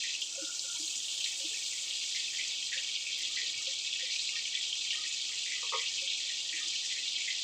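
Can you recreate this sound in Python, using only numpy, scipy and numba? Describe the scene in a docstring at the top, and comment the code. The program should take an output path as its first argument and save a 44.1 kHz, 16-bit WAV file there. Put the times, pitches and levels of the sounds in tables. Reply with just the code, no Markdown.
"""In a small kitchen, butter sizzles in a hot steel wok, heard in mono from about an arm's length.
Each bursting steam bubble is a damped oscillator, smeared by reflections in the bowl and the room:
the pool boils, its thin film fizzes, blisters plop and sputter, and droplets of fat spit.
A plastic spatula pushes the butter once: the pool quiets and refills while the smear hisses and cooks
off. Later something knocks twice nearby. A low stove hum lies under it all."""
import sys
import numpy as np
from scipy import signal
from scipy.fft import rfft, irfft, next_fast_len
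from scipy.io import wavfile
from numba import njit

SR = 44100
rng = np.random.default_rng(int(sys.argv[2]) if len(sys.argv) > 2 else 0)


def int16_out(signal):
    """Quantize to a 16-bit WAV file."""
    q = np.round(np.clip(np.atleast_2d(signal).T, -1, 1) * 32767)
    wavfile.write(sys.argv[1], SR, q.astype(np.int16))


N = 327663
T = np.arange(N) / SR

# spectral envelope of the sizzle: (frequency [Hz], gain [dB])
SIZZLE_SPECTRUM = [(1500, -44), (1800, -34), (2100, -11), (2300, -5.5), (2750, -5), (3300, 0), (4200, -1.5),
                   (5200, -3.5), (6400, -5.5), (7650, -6), (8300, -15.5), (9200, -22.5), (11000, -27),
                   (15500, -56)]
# spectral envelope of the finest spray: (frequency [Hz], gain [dB])
SPRAY_SPECTRUM = [(7000, 13.5), (8200, 12), (9600, -4), (11000, -5.5), (13000, -2), (15500, 2)]
# resonances of the steel bowl: (frequency [Hz], bandwidth [Hz], relative gain [dB])
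WOK_MODES = [(1230, 39, 1), (1710, 7.5, -9), (1860, 16, 4), (2000, 11, 3), (2269, 62, 0), (2586, 24, 9),
             (2830, 16, 9.5), (3168, 40, 6.5), (3287, 8, 0), (3523, 120, -4.5), (4120, 64, 2)]
# spectral envelope of stove and kitchen noise: (frequency [Hz], gain [dB])
WHIR_SPECTRUM = [(25, -15), (50, -19), (85, -5), (140, -1.5), (200, -12), (270, 2), (330, -1.5), (390, -1),
                 (500, -1), (650, -2), (1200, -4.5), (1600, -4), (4000, -43.5), (15000, -27)]
# tones of the stove: (frequency [Hz], median rms level [dB])
HUM_TONES = [(101, -80.5), (141, -86.5), (325, -77), (528, -78), (791, -80.5)]
# blisters that open with a plop: (time [s], relative level [dB], frequency [Hz])
BLISTER_PLOPS = [(.035, -32.5, 1945), (1.257, -34, 2280), (1.53, -47.5, 1760), (1.731, -42, 2130),
                 (1.863, -44, 2250), (2.146, -35, 2090), (2.33, -42, 1870), (2.383, -31.5, 2150),
                 (2.717, -31, 1930), (2.73, -35.5, 1720), (3.17, -41, 2270), (3.202, -41, 2100),
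                 (3.367, -32, 1940), (3.385, -39.5, 1900), (3.991, -38.5, 1905), (4.051, -37.5, 2050),
                 (4.36, -37.5, 1880), (4.535, -40.5, 1980), (4.927, -38.5, 1880), (5.037, -41, 1900),
                 (5.314, -39, 2040), (5.46, -35, 2010), (5.515, -32, 2004), (5.73, -33.5, 2070),
                 (5.792, -34.5, 2050), (6.199, -45, 2020), (6.293, -38, 2030), (6.525, -34, 1950),
                 (6.572, -37.5, 1840), (6.831, -42, 1910), (6.905, -38, 2035), (6.963, -35, 2030),
                 (7.178, -37, 2250), (7.276, -29.5, 2040)]
# the loudest sharp bursts: (time [s], relative level [dB], frequency [Hz])
BUBBLE_POPS = [(0.1498, -23.5, 2750), (0.217, -22.5, 3230), (0.4469, -28, 3680), (0.5484, -31, 4500),
               (0.8774, -25, 4300), (1.0014, -26.5, 3550), (1.2047, -24, 3100), (1.2413, -19.5, 4180),
               (2.0228, -30, 4180), (2.4099, -24, 3180), (2.5177, -24, 3700), (2.846, -27, 3270),
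               (2.9597, -25, 3230), (3.2334, -23.5, 3520), (3.4644, -23, 3990), (3.8661, -24, 3840),
               (3.927, -22, 3450), (3.9599, -23.5, 2830), (4.1203, -24, 4540), (4.16, -22.5, 2580),
               (4.1939, -19.5, 4130), (4.4525, -24, 3260), (4.5504, -22.5, 3530), (4.628, -22, 3340),
               (4.7277, -22.5, 3380), (4.9044, -20, 3100), (5.8173, -26, 3130), (5.8591, -23.5, 3650),
               (5.98, -27, 3130), (6.0755, -22, 3380), (6.0995, -22.5, 4080), (6.1333, -25, 4130),
               (6.1454, -27, 3380), (6.2896, -30, 4170), (6.7531, -25, 2950), (7.0788, -21.5, 3770),
               (7.1644, -22, 4160)]
# spitting droplets: (time [s], peak level [dB], lower band edge [Hz], upper band edge [Hz])
FAT_SPITS = [(.2144, -40, 7000, 15800), (0.594, -20, 3770, 6300), (1.888, -46, 7000, 16000),
             (3.186, -38, 6500, 16000), (3.96, -50, 7000, 16000), (6.018, -46, 7000, 16000)]
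# spatula strokes: (time [s], duration [s], relative level [dB])
SPATULA_STROKES = [(0.313, 0.28, -50.5), (0.622, 0.17, -55.5)]
# soft contacts of spatula and wok: (time [s], relative level [dB], frequency [Hz])
SPATULA_BUMPS = [(.345, -55, 660), (0.375, -39, 539), (0.415, -41, 315), (.64, -53, 528), (.745, -55, 947),
                 (0.794, -47, 315), (.955, -61, 248), (1.40, -50.5, 542), (1.439, -44, 320),
                 (1.505, -56, 423), (2.759, -52.5, 527), (3.419, -56, 474), (3.549, -61, 100.5),
                 (3.669, -45, 536), (4.025, -47, 517), (6.012, -48.5, 533), (6.535, -53, 317),
                 (6.661, -57, 318)]
# faint rings of the bowl's lowest mode: (time [s], relative level [dB])
BOWL_RINGS = [(1.8502, -60), (2.8399, -65), (3.2924, -57), (3.603, -56), (4.3271, -55), (4.9496, -53),
              (4.977, -50), (5.2904, -56), (5.5603, -57), (6.6066, -53)]
# two dull knocks, the second a double contact: (time [s], contact peak [dB], hollow body peak [dB])
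KNOCK_CONTACTS = [(5.629, -39.5, -49.5), (5.722, -33, -46), (5.735, -28, -36)]
# modes of the knocked object: (frequency [Hz], relative level [dB], 60 dB decay time [s])
OBJECT_MODES = [(458, -8, 0.12), (525, -4, 0.07), (960, -5, 0.15), (1105, 0.5, 0.098), (1198, 9, 0.058),
                (1270, -22, .15)]

LARGE_DB, SMALL_DB, FIZZ_DB, SPRAY_DB = -47.5, -38, -41.5, -66  # undisturbed boil, rms before surges
EMPTY_LARGE_DB, EMPTY_SMALL_DB = -13.5, -7.5  # gains when the pool is emptied
SMEAR_HISS_DB, SMEAR_SPRAY_DB = -44.5, 9.5  # fresh smear: hiss rms before surges, gain of the spray
CUTOFF_HZ = 15550


def undb(db):
    """Amplitude ratio of a level in decibels."""
    return 10 ** (np.asarray(db) / 20)


def level(x, db):
    """Scale a signal to an rms level."""
    return x * undb(db) / np.sqrt(np.mean(x ** 2))


def add(out, s, x, db):
    """Superpose a sound at time s with a given peak level."""
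    i = max(int(s * SR), 0)
    out[i:i + len(x)] += (x * undb(db) / np.abs(x).max())[:N - i]


def fade(t60):
    """Half a second of exponential decay, falling 60 dB in t60 seconds."""
    return np.exp(-np.log(1000) * T[:SR // 2] / t60)


def swell(start_s, rise_s, hold_s, decay_s):
    """Envelope from 0 to 1: linear rise, hold, exponential relaxation."""
    rise = np.clip((T - start_s) / rise_s, 0, 1)
    return rise * np.exp(-np.maximum(T - start_s - rise_s - hold_s, 0) / decay_s)


def band(x, lo_hz, hi_hz, order=2):
    """Band-pass filter."""
    edges = [lo_hz, min(hi_hz, SR / 2 - 1)]
    return signal.sosfilt(signal.butter(order, edges, "band", fs=SR, output="sos"), x)


def colour(x, spectrum):
    """Weight a signal by a spectral envelope."""
    hz, db = np.transpose(spectrum)
    size = next_fast_len(N + SR)
    f = np.maximum(np.fft.rfftfreq(size, 1 / SR), 1)
    return irfft(rfft(x, size) * undb(np.interp(np.log(f), np.log(hz), db)), size)[:N]


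def drift(rate):
    """Random modulation of unit rms, with rate new values a second."""
    knots = rng.standard_normal(int(N / SR * rate) + 2)
    return level(np.interp(T * rate, np.arange(len(knots)), knots), 0)


def echoes(bowl_db, bowl_t60, room_db, room_t60):
    """Impulse response from one spot: direct sound, early bowl reflections, tiled-room reverberation."""
    path = np.zeros(SR // 2)
    for db, t60 in ((bowl_db, bowl_t60), (room_db, room_t60)):
        tail = rng.standard_normal(SR // 2) * fade(t60)
        path += undb(db) * tail / np.linalg.norm(tail)
    path[0] += 1
    return path


def ping(hz, cycles):
    """A resonance builds up, then decays with a time constant given in cycles."""
    age = T[:SR // 8] * hz
    return (1 - np.exp(-age * 4 / cycles)) * np.exp(-age / cycles) * np.sin(2 * np.pi * age)


@njit
def damped_sines(start, hz, cycles, amplitude):
    """Superposition of damped oscillators, one for each bubble."""
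    out = np.zeros(N)
    for k in range(len(start)):
        pole = np.exp((2j * np.pi - 1 / cycles[k]) * hz[k] / SR)
        z = amplitude[k] + 0j
        for i in range(int(start[k]), min(N, int(start[k] + 6 * cycles[k] * SR / hz[k]))):
            out[i] += z.imag
            z *= pole
    return out


def bubbles(rate, lo_hz, hi_hz, cycles, spread_db, spots=4):
    """Shot noise of random bursts, many weak and a few strong; each spot has its own echoes."""
    out = np.zeros(N)
    for _ in range(spots):
        when, pitch, ring, chance = rng.random((int(rate * N / SR / spots), 4)).T
        hz = lo_hz + (hi_hz - lo_hz) * pitch
        decay_cycles = cycles * (.5 + ring)
        size = np.minimum(-np.log(1 - chance), 4.8)  # capped exponential distribution
        amplitude = undb(spread_db * size) * np.sqrt(hz / decay_cycles)
        path = echoes(bowl_db=2, bowl_t60=0.064, room_db=-2.5, room_t60=0.39)
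        out += signal.oaconvolve(damped_sines(when * N, hz, decay_cycles, amplitude), path)[:N]
    return out


def wok(x, ring_db):
    """Forced vibration: the steel bowl adds its narrow resonances."""
    ring = sum(undb(db) * signal.lfilter(*signal.iirpeak(hz, hz / width, fs=SR), x)
               for hz, width, db in WOK_MODES)
    return x + undb(ring_db) * ring


def emptiness():
    """Displacement and relaxation, 0 to 1: the spatula parts the pool and the butter runs back."""
    return swell(start_s=0.062, rise_s=0.22, hold_s=0.18, decay_s=0.74)


def pool():
    """Bubble resonance in quick surges: large bubbles ring lower, and quiet most as the pool parts."""
    large = bubbles(rate=520, lo_hz=2090, hi_hz=2690, cycles=3.2, spread_db=5, spots=8)
    small = bubbles(rate=1800, lo_hz=2640, hi_hz=5000, cycles=2.1, spread_db=3.3, spots=12)
    large = colour(wok(band(large, 2143, 2870, order=6), ring_db=-1.5), SIZZLE_SPECTRUM)
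    small = colour(wok(band(small, 2520, 9000, order=6), ring_db=-6), SIZZLE_SPECTRUM)
    return (level(large, LARGE_DB) * undb(EMPTY_LARGE_DB * emptiness() + 2.06 * drift(14))
            + level(small, SMALL_DB) * undb(EMPTY_SMALL_DB * emptiness() + 0.97 * drift(42)))


def film():
    """Finer bubbles resonate higher: the film fizzes and sprays, and a fresh smear hisses until dry."""
    smear = swell(start_s=0.016, rise_s=0.66, hold_s=0.9, decay_s=1)
    fizz = bubbles(rate=5000, lo_hz=4550, hi_hz=8830, cycles=1.92, spread_db=4.5, spots=8)
    hiss = bubbles(rate=4000, lo_hz=6500, hi_hz=10060, cycles=3.2, spread_db=5)
    spray = bubbles(rate=3000, lo_hz=7270, hi_hz=15200, cycles=1.3, spread_db=2, spots=3)
    fizz = level(colour(band(fizz, 4850, 13000), SIZZLE_SPECTRUM), FIZZ_DB)
    hiss = level(colour(band(hiss, 5500, 16000), SIZZLE_SPECTRUM), SMEAR_HISS_DB)
    spray = level(colour(band(spray, 4600, 20000), SPRAY_SPECTRUM), SPRAY_DB)
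    return undb(0.88 * drift(50)) * (fizz + hiss * smear + spray * undb(SMEAR_SPRAY_DB * smear))


def stove():
    """A broadband whir and a line spectrum of hum, both under slight random modulation."""
    whir = level(colour(rng.standard_normal(N), WHIR_SPECTRUM), -66.5)
    waver = undb(.6 * drift(6))
    hum = sum(undb(db + 2 * drift(7)) * np.sqrt(2) * np.sin(2 * np.pi * hz * T + 0.28 * drift(7.5))
              for hz, db in HUM_TONES)
    return whir * waver + hum


def simmer():
    """Stray blisters resonate faintly in a narrow band, more faintly while the pool is parted."""
    stray = bubbles(rate=41, lo_hz=1812, hi_hz=1980, cycles=7, spread_db=1)
    return level(band(stray, 1784, 2064, order=4), -65) * undb(-10 * emptiness())


def plops():
    """Low blister resonances excite wok and room, and each leaves a dying sputter of big bubbles."""
    out, sputter_power = np.zeros(N), np.zeros(N)
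    for s, db, hz in BLISTER_PLOPS:
        path = echoes(bowl_db=-2, bowl_t60=0.076, room_db=4, room_t60=0.3)
        ring = wok(signal.fftconvolve(ping(hz, cycles=5.8), path), ring_db=3)
        add(out, s, band(ring, 0.805 * hz, 1.072 * hz, order=4), db - 3.5)
        envelope = undb(db - 11) * swell(s, rise_s=0.0037, hold_s=0.011, decay_s=0.05)
        sputter_power += envelope ** 2  # incoherent sources add in power
    sputter = bubbles(rate=700, lo_hz=1875, hi_hz=2580, cycles=3.5, spread_db=3.5)
    sputter = wok(band(sputter, 1823, 2600, order=4), ring_db=-1.5)
    return out + level(sputter, 0) * np.sqrt(sputter_power)


def pops():
    """Impulse excitation: a large bubble tears open with a crack and a heavily damped ring."""
    out = np.zeros(N)
    for s, db, hz in BUBBLE_POPS:
        tone = ping(hz, cycles=2.9)
        tone[0] += 2.8  # the film snaps
        path = echoes(bowl_db=6, bowl_t60=0.055, room_db=3, room_t60=0.32)
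        burst = wok(signal.fftconvolve(tone, path), ring_db=-9)
        add(out, s, band(burst, 2580, 6100, order=6), db - 2)
    return out


def spits():
    """A spitting droplet is an impulse, heard as a treble band of the response of bowl and room."""
    out = np.zeros(N)
    for s, db, lo_hz, hi_hz in FAT_SPITS:
        crack = echoes(bowl_db=2, bowl_t60=0.036, room_db=-11, room_t60=.25)
        add(out, s, band(crack, lo_hz, hi_hz, order=3), db)
    return out


def spatula():
    """Stick-slip friction of plastic on greasy steel rings one narrow band; the blade also bumps."""
    out = np.zeros(N)
    slips = (rng.random(N) < 150 / SR) * undb(2 * rng.standard_normal(N))  # about 150 a second
    rub = level(band(slips, 1375, 1450), 0)
    for s, duration, db in SPATULA_STROKES:
        pressure = np.maximum(1 - (2 * (T - s) / duration - 1) ** 2, 0)
        out += undb(db - 3.5) * rub * pressure
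    # a soft contact swells and ebbs, and so excites only a narrow band
    contact = swell(0, rise_s=0.0087, hold_s=0.0098, decay_s=0.0083)[:SR // 8]
    for s, db, hz in SPATULA_BUMPS:
        thud = contact * np.sin(2 * np.pi * hz * T[:SR // 8])
        path = echoes(bowl_db=-1, bowl_t60=0.073, room_db=-4, room_t60=0.27)
        add(out, s, signal.fftconvolve(thud, path), db - 2)
    return out


def bowl_rings():
    """Free vibration: now and then the bowl sounds faintly in its lowest mode."""
    out = np.zeros(N)
    hz = WOK_MODES[0][0]
    for s, db in BOWL_RINGS:
        path = echoes(bowl_db=1, bowl_t60=0.054, room_db=4.5, room_t60=0.45)
        ring = signal.fftconvolve(ping(hz, cycles=12), path)
        add(out, s, band(ring, hz, 1.3 * hz, order=3), db - 1.5)
    return out


def knocks():
    """Modal vibration: each contact rings the high modes and, more weakly, the hollow body."""
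    out = np.zeros(N)
    modes = np.array([undb(db) * fade(t60) * np.sin(2 * np.pi * hz * T[:SR // 2])
                      for hz, db, t60 in OBJECT_MODES])
    hollow = np.array(OBJECT_MODES)[:, 0] < 700
    contact = band(modes[~hollow].sum(0), 880, 1270, order=3)
    body = band(modes[hollow].sum(0), 407, 594, order=3)
    for s, contact_db, body_db in KNOCK_CONTACTS:
        for ring, db in ((contact, contact_db), (body, body_db)):
            path = echoes(bowl_db=-4, bowl_t60=0.062, room_db=-4, room_t60=0.23)
            add(out, s, signal.fftconvolve(ring, path), db)
    return out


def scene():
    """Superposition: all sources add at one point, the same in both channels."""
    butter = pool() + film() + pops() + spits() + plops() + simmer()
    return np.tile(butter + bowl_rings() + spatula() + knocks() + stove(), (2, 1))


def record(dry):
    """Band limiting: a steep low-pass filter removes the highest treble."""
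    return signal.sosfilt(signal.ellip(10, .2, 70, CUTOFF_HZ, fs=SR, output="sos"), dry)


dry = scene()
out = record(dry)
int16_out(out)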